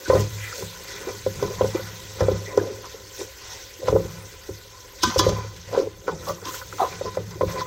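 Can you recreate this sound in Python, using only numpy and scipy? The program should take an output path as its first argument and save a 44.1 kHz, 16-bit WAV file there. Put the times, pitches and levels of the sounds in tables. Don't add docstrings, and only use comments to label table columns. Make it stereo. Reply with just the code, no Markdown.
import sys
import numpy as np
from scipy import signal
from scipy.io import wavfile

SR = 44100
rng = np.random.default_rng(int(sys.argv[2]) if len(sys.argv) > 2 else 0)


def int16_out(signal):
    q = np.round(np.clip(np.atleast_2d(signal).T, -1, 1) * 32767)
    wavfile.write(sys.argv[1], SR, q.astype(np.int16))


def invert_db(x):
    u = np.asarray(x, float) / 20
    return 10 ** u


N = 337806
SIDES = np.array([[1], [-1]])

# pitch_hz, level_db (per Hz)
FLAME_SPECTRUM = [(13, -35), (22, 25), (97, 28), (124, 7), (166, -39.5), (263, -31), (300, -13), (390, -29),
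                  (660, -120)]
FLAME_DB = -50.5

# pitch_hz, left_minus_right_db
LEAN = [(60, -1.5), (180, 0), (550, -6), (1650, 4.5), (4970, 0.5), (15000, 1)]
# pitch_hz, likeness (0 to 1)
LIKENESS = [(60, 1), (130, 0.95), (290, 0.9), (640, 0.96), (1410, 0.6), (3100, 0.79), (6000, 0.82),
            (9000, 0.74), (15000, 0.85)]

# time_s, level_db
HEAT = [
    (0, -44),
    (1.4, -40),
    (3.0, -47),
    (4.1, -43.5),
    (4.95, -48),
    (5.5, -51.5),
    (7.66, -47.5),
]
# peak_s, rise_s, fall_s, sizzle_db, spit_db
FLARES = [(.1, 0.048, 0.051, -31.5, -62), (.21, 0.11, 0.024, -33, -33), (.62, 0.48, 0.12, -37.5, -36.5),
          (.88, 0.011, 0.21, -35.5, -54), (1.62, 0.16, 0.37, -38.5, -69), (2.2, 0.19, 0.78, -41.5, -56),
          (2.92, 0.085, 0.06, -40, -60), (3.2, 0.077, 0.062, -36, -36.5), (3.54, 0.13, 0.1, -37, -46),
          (3.88, 0.02, 0.025, -30.5, -61), (5.03, 0.012, 0.2, -31, -52), (5.18, 0.19, 0.037, -37.5, -39),
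          (5.24, 0.011, 0.14, -34, -42), (5.565, 0.0026, 0.018, -38.5, -44),
          (7.146, .004, 0.019, -39.5, -43), (7.31, 0.0041, 0.023, -42, -61), (5.79, 0.14, 0.057, -36, -46),
          (5.578, .004, 0.018, -48, -50), (6.08, 0.011, 0.093, -41, -68), (6.29, 0.069, 0.064, -37, -36.5),
          (6.47, 0.021, 0.093, -34, -39), (6.55, 0.052, 0.049, -35, -31), (6.81, 0.14, 0.13, -38, -38.5),
          (6.97, 0.18, 0.27, -39.5, -69), (7.52, 0.058, 0.1, -36.5, -40), (7.6, 0.035, 0.04, -34.5, -55)]
# pitch_hz, level_db (per Hz)
SIZZLE = [(710, -38.5), (1200, -55), (1430, -7), (1600, 1), (2040, 0), (2400, -1), (2870, -0.5),
          (3820, 1.5), (4910, 1), (6250, 4.5), (7520, -8.5), (9310, -50), (11000, -13), (14300, -48),
          (22000, -120)]
# pitch_hz, level_db (per Hz)
SPIT = [(6180, 16.5), (10500, 1), (11300, -5.5), (12600, 12), (13800, 6), (15100, 9), (15800, -5)]
# pitch_hz, level_db, t60_s
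HOLLOW = [(1010, -2.5, 0.075), (1490, 4.5, 0.031), (1937, 2.5, 0.038), (2075, -4, 0.061)]
HOLLOW_DB = -11

# pitch_hz, level_db, t60_s
WALL = [(290, -10, 0.021), (308, -5.5, 0.19), (345, -9, 0.32), (403.3, 6.5, 0.1), (449, -1, 0.12),
        (499, 6, 0.068), (532.3, 6.5, 0.13), (630, -8, 0.038), (690, -8.5, 0.048)]
# pitch_hz, level_db, t60_s
UPPER = [(768.5, -8, 0.21), (850, 7.5, 0.02), (914, -11, 0.25), (1011, 10.5, 0.069), (1134, -11, 0.12),
         (1234, -6, 0.18), (1347, 4, 0.052), (1475, -0.5, 0.13), (1538, -8, 0.11), (1733, 0.5, 0.034),
         (2000, 1, 0.078), (2383, 4, 0.038)]
# pitch_hz, level_db, t60_s
STAND = [(59, -27, 0.42), (70.4, -2.5, 0.17), (101.6, -6.5, 0.72), (142.6, -12.5, 0.37), (105.24, -6, 0.97),
         (163.5, -18, 0.43), (172.4, -10.5, 0.59), (199.1, -10, 0.23)]

# time_s, level_db
PRESS = [
    (0, -43.5),
    (2.9, -44.5),
    (4.8, -48.5),
    (6.0, -47.5),
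    (6.45, -48),
    (6.6, -58),
    (6.75, -47),
    (7.66, -56),
]
# peak_s, rise_s, fall_s, low_wall_db, upper_wall_db
PULLS = [(.17, 0.057, 0.053, -23, -32), (1.07, 0.23, 0.1, -38.5, -42.5), (1.45, 0.071, 0.13, -33.5, -39),
         (1.75, 0.036, 0.16, -40, -38.5), (2.22, 0.052, 0.16, -29.5, -37), (2.62, 0.16, 0.12, -30.5, -45.5),
         (4.05, 0.071, 0.39, -45.5, -48.5), (5.235, 0.03, 0.038, -25.5, -38), (5.4, 0.22, 0.1, -41.5, -40),
         (6.1, 0.07, 0.52, -39, -52), (6.98, 0.25, 0.4, -42.5, -47.5), (7.57, 0.14, 0.26, -34, -43)]
LOW_PRESS_DB, UPPER_PRESS_DB = -4, -57.5
# peak_s, rise_s, fall_s, level_db
ROCKS = [(.25, .08, 0.16, -31), (1.45, 0.27, 0.5, -26.5), (1.69, 0.24, 0.3, -53), (2.49, 0.14, 0.92, -48),
         (4.05, 0.054, 0.059, -19), (4.5, .2, 0.23, -60), (5.26, 0.079, 0.12, -16.5),
         (5.72, 0.15, 0.27, -33.5), (6.13, 0.038, 0.3, -32), (7.0, 0.45, 0.77, -34.5),
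         (7.45, 0.26, 0.13, -25.5)]
STAND_REST_DB = -53

# middle_s, length_s, level_db (rms), centre_hz
SCUFFS = [(0.185, 0.06, -18, 486), (0.447, 0.2, -28.5, 2170), (0.612, 0.16, -35.5, 477),
          (0.982, 0.37, -38, 2000), (1.091, 0.039, -24, 517), (1.644, 0.1, -22.5, 500),
          (1.514, 0.043, -28.5, 485), (1.444, 0.031, -25, 480), (2.22, 0.03, -13.5, 456),
          (2.648, 0.23, -30.5, 440), (2.849, 0.05, -35, 1060), (3.216, 0.083, -29, 405),
          (3.528, 0.26, -43, 850), (3.937, 0.26, -24, 433), (5.127, 0.097, -32.5, 1030),
          (5.31, 0.076, -23, 490), (5.787, 0.2, -25, 483), (5.777, 0.11, -29.5, 1300),
          (6.088, 0.038, -20.5, 1200), (6.287, 0.064, -26.5, 860), (6.493, 0.19, -41, 1320),
          (6.829, 0.091, -17.5, 756), (7.063, 0.051, -25, 447), (7.491, 0.034, -33, 1880),
          (7.592, 0.066, -32, 1920), (6.937, 0.11, -36, 2310)]
SLIDE = 0.25

# start_s, length_s, level_db
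SINGS = [(0.097, 0.032, -20), (0.14, 0.031, -30.5), (5.03, 0.023, -17.5), (5.195, 0.025, -19.5),
         (4.898, 0.053, -47), (4.727, 0.087, -50.5), (1.581, 0.021, -31), (1.61, 0.016, -28.5),
         (1.421, 0.023, -33), (5.66, 0.07, -49), (5.99, 0.036, -54), (7.407, 0.018, -22),
         (2.495, .05, -40.5), (5.091, 0.049, -28), (5.213, 0.095, -29), (5.348, 0.055, -34),
         (6.359, 0.043, -48), (6.444, 0.054, -29.5), (6.497, 0.12, -40), (6.787, 0.065, -27.5),
         (6.832, 0.043, -33), (6.918, 0.028, -40), (7.052, 0.041, -29.5), (7.304, 0.055, -40.5),
         (7.473, 0.057, -30.5), (7.552, 0.033, -27), (7.601, 0.019, -26.5), (7.607, 0.021, -32.5),
         (7.648, 0.033, -38.5)]
# pitch_hz, level_db, t60_s
SING_MODES = [(1007.5, -4.5, 0.15), (1036, -4.5, 0.073), (1465, -16, 0.02), (2000, -23, 0.014)]

GLIDE_STARTS = [.055, 3.88, 5.05, 5.06, 5.73, 5.785, 6.085, 6.1, 6.27, 6.275, 6.46, 6.795, 6.8, 7.575, .096,
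                .162, 2.203, 2.445, 2.573, 5.65, 6.47, 6.22, 6.08, 6.615]
# length_s, level_db, from_hz, to_hz
GLIDES = [(0.025, -37, 1470, 1480), (0.032, -38, 1200, 1200), (0.059, -33.5, 349, 324),
          (0.072, -34, 250, 216), (0.0415, -34, 600, 1100), (0.065, -30, 420, 280), (0.078, -42, 1260, 640),
          (0.073, -36, 193, 165), (0.063, -32.5, 1100, 1200), (0.055, -27, 500, 604),
          (0.0408, -36, 330, 303), (0.06, -23, 800, 640), (.07, -31.5, 1300, 1150),
          (0.056, -43, 4200, 4600), (0.0128, -31, 1900, 1900), (0.041, -40, 1900, 1850),
          (.03, -39, 2100, 1250), (0.099, -43.5, 2000, 2000), (0.043, -38.5, 2000, 1450),
          (0.13, -59, 2050, 1700), (.04, -51, 1200, 1100), (0.061, -49, 1350, 1300),
          (0.027, -42, 1400, 1500), (0.028, -44, 1450, 1400)]
GLIDE_WIDTH = 0.073

# start_s, peak_db, rattle_length_s
CLANKS = [(0.873, -33, 0.0092), (2.191, -30.5, 0.026), (2.573, -22, 0.005), (3.883, -27, 0.006),
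          (1.425, -26, .008), (2.206, -31, .005), (5.02, -20, .012), (5.178, -15, 0.014),
          (5.284, -20, 0.015), (5.03, -8, 0.013), (5.187, -7.5, 0.015)]
# start_s, peak_db, length_s
TICKS = [(6.0026, -35, 0.003), (6.078, -30, 0.003), (6.25, -33, 0.003), (6.286, -18, 0.0034),
         (6.4147, -31, 0.003), (6.454, -19, 0.003), (6.805, -23, 0.003), (7.155, -35, 0.003),
         (7.168, -27, 0.003), (7.309, -34, 0.003), (7.344, -31, 0.003), (7.411, -25, 0.0034),
         (7.482, -30, 0.003)]
TICK_DB = -3
# pitch_hz, level_db (per Hz)
CRACK = [(1500, -28), (2300, -32), (2900, -22), (3400, 13.5), (3800, -5), (5400, 3.5), (6400, -5),
         (7200, -17), (9500, -11), (11000, -23), (12500, -16), (14000, -18), (15200, -15), (15800, -22)]
# pitch_hz, level_db, t60_s
RIM = [(2510, -7.5, 0.1), (2720, -24, 0.33), (3170, -10.5, 0.22), (3430, -2, 0.066), (3720, -6.5, 0.18),
       (3970, -9.5, 0.22), (4430, -1, 0.082), (4670, -27, 0.24), (4840, -11, 0.2), (5130, -2, 0.035),
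       (5350, -0.5, 0.047), (5970, -0.5, 0.07), (6240, -1.5, 0.083), (7220, -4, 0.086)]
# pitch_hz, level_db, t60_s
BELL = [(998, 4.5, 0.35), (1030, -10, 0.3), (1210, -4, 0.38), (1534, 3, 0.34), (1563, -10, 0.18),
        (1710, -1, 0.19), (2940, -11, 0.32), (3150, -13, .25), (3400, 5, 0.12), (3400, -6, 0.17),
        (3880, -11, 0.14), (4300, -13, .2), (4880, -7, 0.2), (5227, -15, 0.31), (5700, -8, 0.2),
        (6290, 5, 0.085), (6460, -19, 0.34)]
BELL_DB = -40.5
HALO_DB, HALO_T60_S, HALO_LOW_HZ, HALO_HIGH_HZ = -63.5, 0.77, 2996, 6890

# start_s, peak_db, centre_hz,
# brightness_db
KNOCKS = [(0.099, -1, 533, -10), (0.132, -1.5, 520, -17), (0.151, -4.5, 540, -9), (0.179, -11, 537, -16),
          (1.263, -9, 535, -12), (1.425, -8, 493, -12), (1.609, -4, 542, -4), (1.643, -10, 497, -5),
          (1.747, -7.5, 358, -12), (2.206, -8, 530, 0), (2.226, -12, 510, -33), (2.283, -3, 520, -11),
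          (2.314, -8.5, 390, -10), (2.575, 0.5, 483, -9), (3.881, -6.5, 550, -0.5), (3.926, -4, 455, -12),
          (3.951, -1.5, 442, -22), (5.033, -15, 1060, 3), (5.16, -9, 510, -3.5), (5.193, -9, 1010, -1.5),
          (5.265, -2.5, 500, -20), (5.775, -5, 482, -11), (6.079, -11, 483, 2.5), (6.297, -17, 577, -8),
          (6.818, -13, 780, -18), (7.011, -13, 549, -7), (7.171, -9.5, 553, -5.5), (7.409, -6.5, 560, -5),
          (7.432, -7.5, 508, -37),
          (0.077, -19, 319, 2), (0.527, -19, 1380, -19), (0.622, -23.5, 414, 5.5), (1.069, -17, 380, -12),
           (1.442, -21, 455, -25), (1.794, -24, 516, -29), (2.702, -26.5, 423, -29), (2.943, -27, 460, -30),
           (3.209, -21, 385, 2), (3.829, -19.5, 514, -38), (4.001, -15, 480, -18), (4.49, -16, 392, -8),
           (5.032, -12, 343, -30), (5.19, -9.5, 330, -30), (5.29, -13, 555, -4), (5.21, -13, 500, -23),
           (5.312, -25, 504, -9), (5.383, -22.5, 500, -2), (5.728, -16, 507, -3.5), (5.746, -17, 458, 4.5),
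           (5.795, -14.5, 460, -20), (5.812, -25, 410, -23), (6.093, -13, 470, -16), (6.129, -22, 386, -23),
           (3.96, -3.5, 525, -10), (3.79, -30, 347, -30), (5.445, -28, 470, -9), (.193, -16, 514, -18),
           (5.87, -18, 462, -12), (6.424, -29, 463, 4), (6.509, -28, 1280, -22), (6.55, -27, 1445, -17),
           (7.149, -29, 1380, -7), (7.2, -19.5, 474, -21), (2.612, -15, 463, -25), (2.629, -29, 490, -25),
           (6.543, -23, 1390, -25), (6.613, -32, 1490, 4), (6.726, -20, 1363, -14), (6.783, -25, 1300, -3),
           (7.061, -23, 490, -9), (7.313, -54, 1010, 18), (7.355, -25, 362, -5), (7.487, -24.5, 566, -20)]
# start_s, level_db
JOLTS = [(0.083, -13.5), (0.136, -7), (0.185, -10), (0.622, -21), (1.264, -21), (1.614, -14), (1.65, -18),
         (2.209, -9), (2.289, -12), (2.32, -14.5), (2.577, -20), (2.708, -31), (3.212, -38), (3.834, -24),
         (3.885, -11.5), (3.93, -7.5), (3.965, -20), (4.497, -24.5), (5.037, -14.5), (5.166, -13),
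         (5.271, -16), (6.298, -24), (7.177, -17), (7.412, -18), (7.438, -21)]

KITCHEN_T60_S, WALL_CUT_HZ = 0.47, 12000


def rms_one(x):
    return x / np.sqrt(np.mean(x ** 2) + 1e-20)


def highpass(x, cut_hz):
    return signal.sosfilt(signal.butter(2, cut_hz, "high", fs=SR, output="sos"), x)


def in_time(rows):
    s, level = np.transpose(rows)
    return np.interp(np.arange(N) / SR, s, level)


def at_hz(points, hz):
    points_hz, level = np.transpose(points)
    return np.interp(np.log(hz), np.log(points_hz), level)


def swells(rows, column, rest_db):
    t, rows = np.arange(0, N + 50, 50) / SR, np.array(rows)
    late = t - rows[:, :1]
    drop_db = 10 * np.maximum(-late / rows[:, 1:2], late / rows[:, 2:3])
    level_db = rows[:, column, None] - drop_db
    power = np.interp(np.arange(N) / SR, t, np.sum(invert_db(2 * level_db), axis=0))
    return 10 * np.log10(power + invert_db(2 * rest_db))


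def drift(rate_hz):
    r = np.exp(-2 * np.pi * rate_hz * 40 / SR)
    noise = rng.standard_normal(N // 40 + 2002)
    slow = signal.lfilter([1], [1, -2 * r, r * r], noise)[2000:]
    return np.interp(np.arange(N) / 40, np.arange(len(slow)), rms_one(slow))


def grains(per_s, spread_db):
    sizes = invert_db(spread_db * np.minimum(rng.exponential(1, N), 5))
    signs = rng.choice([-1, 1], N)
    return sizes * signs * (rng.random(N) < per_s / SR)


def ring(clicks, hz, t60):
    r, w = invert_db(-60 / (t60 * SR)), 2 * np.pi * hz / SR
    return signal.lfilter([0, np.sin(w)], [1, -2 * r * np.cos(w), r * r], clicks + 1e-18)


def coloured(draw, spectrum, patchy_db, count=3):
    low_hz, high_hz = spectrum[0][0], min(spectrum[-1][0], 0.45 * SR)
    edges = np.geomspace(low_hz, high_hz, int(count * np.log2(high_hz / low_hz)) + 2)
    pairs, out = [[draw(), draw()], [draw(), draw()]], 0
    for k, (low, high) in enumerate(zip(edges, edges[1:])):
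        band = signal.butter(3, [low, high], "band", fs=SR, output="sos")
        middle, side = signal.sosfilt(band, pairs[k % 2])
        hz = np.sqrt(low * high)
        alike = np.clip(at_hz(LIKENESS, hz), 0, 1) ** 2
        gain = invert_db(at_hz(spectrum, hz) + patchy_db * drift(20.8)) * invert_db(at_hz(LEAN, hz) / 2 * SIDES)
        out = out + gain * (np.sqrt(1 + alike) * middle + np.sqrt(1 - alike) * side * SIDES)
    return rms_one(out)


def rub(modes, per_s, spread_db, level_db):
    slips = grains(per_s, spread_db) * invert_db(2 * drift(16) + level_db)
    dealt, out = rng.integers(0, len(modes), N), np.zeros(N)
    for k, (hz, db, t60) in enumerate(modes):
        out += invert_db(db) * ring(slips * (dealt == k), hz, t60 * 0.77)
    return out * np.sqrt(np.mean(invert_db(level_db) ** 2) / np.mean(out ** 2))


def favour(modes, centre_hz, db_oct):
    octaves = np.abs(np.log2(np.array(modes)[:, 0] / centre_hz[:, None]))
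    return -db_oct * octaves ** 1.29


def strike(modes, s, strength_db, rise_cycles):
    at, out = np.round(s * SR).astype(int), np.zeros(N)
    scatter_db = 3 * rng.standard_normal((len(s), len(modes)))
    for k, (hz, level_db, t60) in enumerate(modes):
        clicks = np.zeros(N)
        clicks[at] = (-1) ** k * invert_db(strength_db[:, k] + level_db + scatter_db[:, k])
        swell = ring(clicks, hz, rise_cycles / hz) * 2 * np.log(1000) * hz / (rise_cycles * SR)
        out += ring(swell, hz, t60)
    return out


def kitchen(x):
    out, dull = np.zeros((2, N)), np.exp(-2 * np.pi * WALL_CUT_HZ / SR)
    lags = (rng.uniform(0.011, 0.03, 12) * SR).astype(int)
    for k, lag in enumerate(lags):
        loop, gain, state = x.copy(), invert_db(-60 * lag / SR / KITCHEN_T60_S), [0.]
        for i in range(lag, N, lag):
            back, state = signal.lfilter([gain * (1 - dull)], [1, -dull], loop[i - lag:i], zi=state)
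            loop[i:i + lag] += back[:N - i]
        out[k % 2] += (loop - x) * (-1) ** (k // 2)
    return out


def flame():
    return invert_db(FLAME_DB) * coloured(lambda: rng.standard_normal(N), FLAME_SPECTRUM, patchy_db=3)


def frying():
    heat_db = in_time(HEAT)
    sizzle_db = swells(FLARES, column=3, rest_db=heat_db)
    spit_db = swells(FLARES, column=4, rest_db=heat_db - 1)

    def pops():
        return rms_one(grains(5000, spread_db=3.0)) + 0.29 * rng.standard_normal(N)

    sizzle = invert_db(sizzle_db - 2.0) * coloured(pops, SIZZLE, patchy_db=3.0)
    spit = invert_db(spit_db - 5.5) * coloured(pops, SPIT, patchy_db=3.5, count=7)
    metal_middle = rub(RIM, 1500, 2.6, sizzle_db - 10.5)
    metal_side = rub(RIM, 1500, 3.5, sizzle_db - 18.0)
    hum = rub(HOLLOW, 3000, 2.3, sizzle_db + HOLLOW_DB)
    return sizzle + spit + metal_middle + hum + metal_side * SIDES


def drag():
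    press_db = in_time(PRESS)
    low_db = swells(PULLS, column=3, rest_db=press_db + LOW_PRESS_DB)
    upper_db = swells(PULLS, column=4, rest_db=UPPER_PRESS_DB + press_db - press_db.mean())
    stand_db = swells(ROCKS, column=3, rest_db=STAND_REST_DB)
    low = rub(WALL, 1200, 2.2, low_db - 0.1)
    stand = rub(STAND, 400, 2.2, stand_db - 6.5)
    return low + stand, rub(UPPER, 4000, 2.2, upper_db - 0.1)


def scuffs():
    modes, t, out = WALL + UPPER, np.arange(N // 20 + 1) * 20 / SR, np.zeros(N)
    s, length, level_db, centre_hz = np.transpose(SCUFFS)
    weights = invert_db(level_db[:, None] + favour(modes, centre_hz, 24.0))
    grit, dealt = rms_one(grains(5000, 2.6)), rng.integers(0, len(modes), N)
    for k, (hz, db, t60) in enumerate(modes):
        delay = SLIDE * np.log2(hz / centre_hz)[:, None] + 0.1
        late = (t - s[:, None]) / length[:, None] + delay
        bumps = np.exp(-np.where(late < 0, 18, 5.5) * late ** 2)
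        push = np.repeat(weights[:, k] @ bumps, 20)[:N] * grit * (dealt == k)
        out += invert_db(db * 0.84 - 15.5) * ring(push, hz, t60 * 0.54)
    return highpass(out, 240)


def sings():
    t, push, out = np.arange(N) / SR, np.zeros(N), np.zeros(N)
    for s, length, level_db in SINGS:
        part = slice(int(s * SR), int((s + length) * SR))
        u = np.clip((t[part] - s) / length, 0, 1)
        push[part] += invert_db(level_db) * np.sin(np.pi * u) ** 0.62
    for hz, db, t60 in SING_MODES:
        even_power = np.sqrt(4 * np.log(1000) / (t60 * SR))
        out += invert_db(db) * even_power * ring(push * rms_one(grains(3000, 3.6)), hz, t60)
    return out


def glides():
    out = np.zeros(N)
    for s, (length, level_db, from_hz, to_hz) in zip(GLIDE_STARTS, GLIDES):
        u = np.arange(int(length * SR)) / (length * SR)
        phase = 2 * np.pi * np.cumsum(from_hz * (to_hz / from_hz) ** u) / SR
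        sos = signal.butter(2, GLIDE_WIDTH * np.sqrt(from_hz * to_hz), fs=SR, output="sos")
        wobble = signal.sosfilt(sos, rng.standard_normal((2, SR // 2)))
        a, b = rms_one(wobble[:, -len(u):])
        tone = (a + 1) * np.cos(phase) + b * np.sin(phase)
        out[int(s * SR):][:len(u)] += invert_db(level_db) * np.sin(np.pi * u ** 0.67) * tone
    return out


def clanks():
    t, rattle = np.arange(SR // 2) / SR, np.zeros(N + SR)
    ticks = [(s, db + TICK_DB, length) for s, db, length in TICKS]
    for s, peak_db, length in CLANKS + ticks:
        age = np.minimum(t / length, 40)
        rattle[int(s * SR):][:len(t)] += invert_db(peak_db) * np.minimum(age * 2, 1) * np.exp(-age * 1.7)
    rattle = rattle[:N]

    def hits():
        return rms_one(grains(6000, 3))

    rim = np.array([ring(rattle * hits(), hz, t60) * invert_db(db) for hz, db, t60 in RIM])
    lean = invert_db(2.5 * rng.standard_normal(len(RIM)) * SIDES)
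    crack = rattle * coloured(hits, CRACK, 0, count=4)
    return invert_db(-36.0) * lean @ rim + invert_db(-2.0) * crack


def bell():
    s, peak_db, length = np.transpose(CLANKS[-2:])
    halo_hz = HALO_LOW_HZ * (HALO_HIGH_HZ / HALO_LOW_HZ) ** rng.random(110)
    halo = [(hz, HALO_DB - BELL_DB, HALO_T60_S * invert_db(2 * rng.standard_normal())) for hz in halo_hz]
    start, out = int(s[0] * SR), np.zeros((2, N))
    at = ((s + length / 2) * SR).astype(int) - start
    for hz, db, t60 in BELL + halo:
        clicks, chance = np.zeros(SR), rng.standard_normal(3)
        clicks[at] = invert_db(peak_db + db + BELL_DB + 16.5 + 4.4 * chance[:2])
        lean = invert_db((1.0 + 5.6 * chance[2]) * SIDES)
        out[:, start:start + SR] += lean * ring(clicks, hz, t60)
    return out


def thuds(s, peak_db, centre_hz, cycles):
    out, t = np.zeros(N + SR // 5), np.arange(SR // 5) / SR
    for at, db, hz in zip(s, peak_db, centre_hz):
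        age = t * hz / (cycles * invert_db(-0.12 * (db + 19.5)))
        shape = age * np.exp(1 - age) * np.sin(2 * np.pi * hz * t * (1 - 0.3 * t))
        out[round(at * SR):][:len(t)] += invert_db(db) * shape
    return out[:N]


def knocks():
    s, peak_db, centre_hz, upper_db = np.transpose(KNOCKS)
    jolt_s, jolt_db = np.transpose(JOLTS)
    low_db = peak_db[:, None] - 20.0 + favour(WALL, centre_hz, 2.6)
    high_db = (peak_db + upper_db)[:, None] - 13.0 + favour(UPPER, centre_hz, 8.66)
    stand_db = jolt_db[:, None] - 11.0 + np.zeros(len(STAND))
    low = strike(WALL, s, low_db, rise_cycles=1.3)
    high = strike(UPPER, s, high_db, rise_cycles=12.0)
    stand = strike(STAND, jolt_s, stand_db, rise_cycles=5)
    wall = highpass(low + thuds(s, peak_db - 5.5, centre_hz, cycles=1.64), 210)
    return wall + stand, high


def scene():
    low_knock, high_knock = knocks()
    low_rub, high_rub = drag()
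    low = low_knock + low_rub + scuffs()
    high = high_knock + high_rub + sings() + glides()
    metal = clanks() + bell()
    pot = low * invert_db(0.37 * SIDES) + high * invert_db(1.83 * SIDES) + metal
    room = invert_db(-23.0) * kitchen(highpass(low + high + metal.mean(axis=0), 700))
    return pot + room + frying() + flame()


def roll_off(x):
    return signal.sosfilt(signal.butter(12, 16970, fs=SR, output="sos"), x)


def record(dry):
    bright = highpass(dry, 38)
    banded = signal.sosfilt(signal.ellip(10, 0.5, 60, 15800, fs=SR, output="sos"), bright)
    mix = 1.529 * np.tanh(banded / 1.524)
    return roll_off(mix)


dry = scene()
out = record(dry)
int16_out(out)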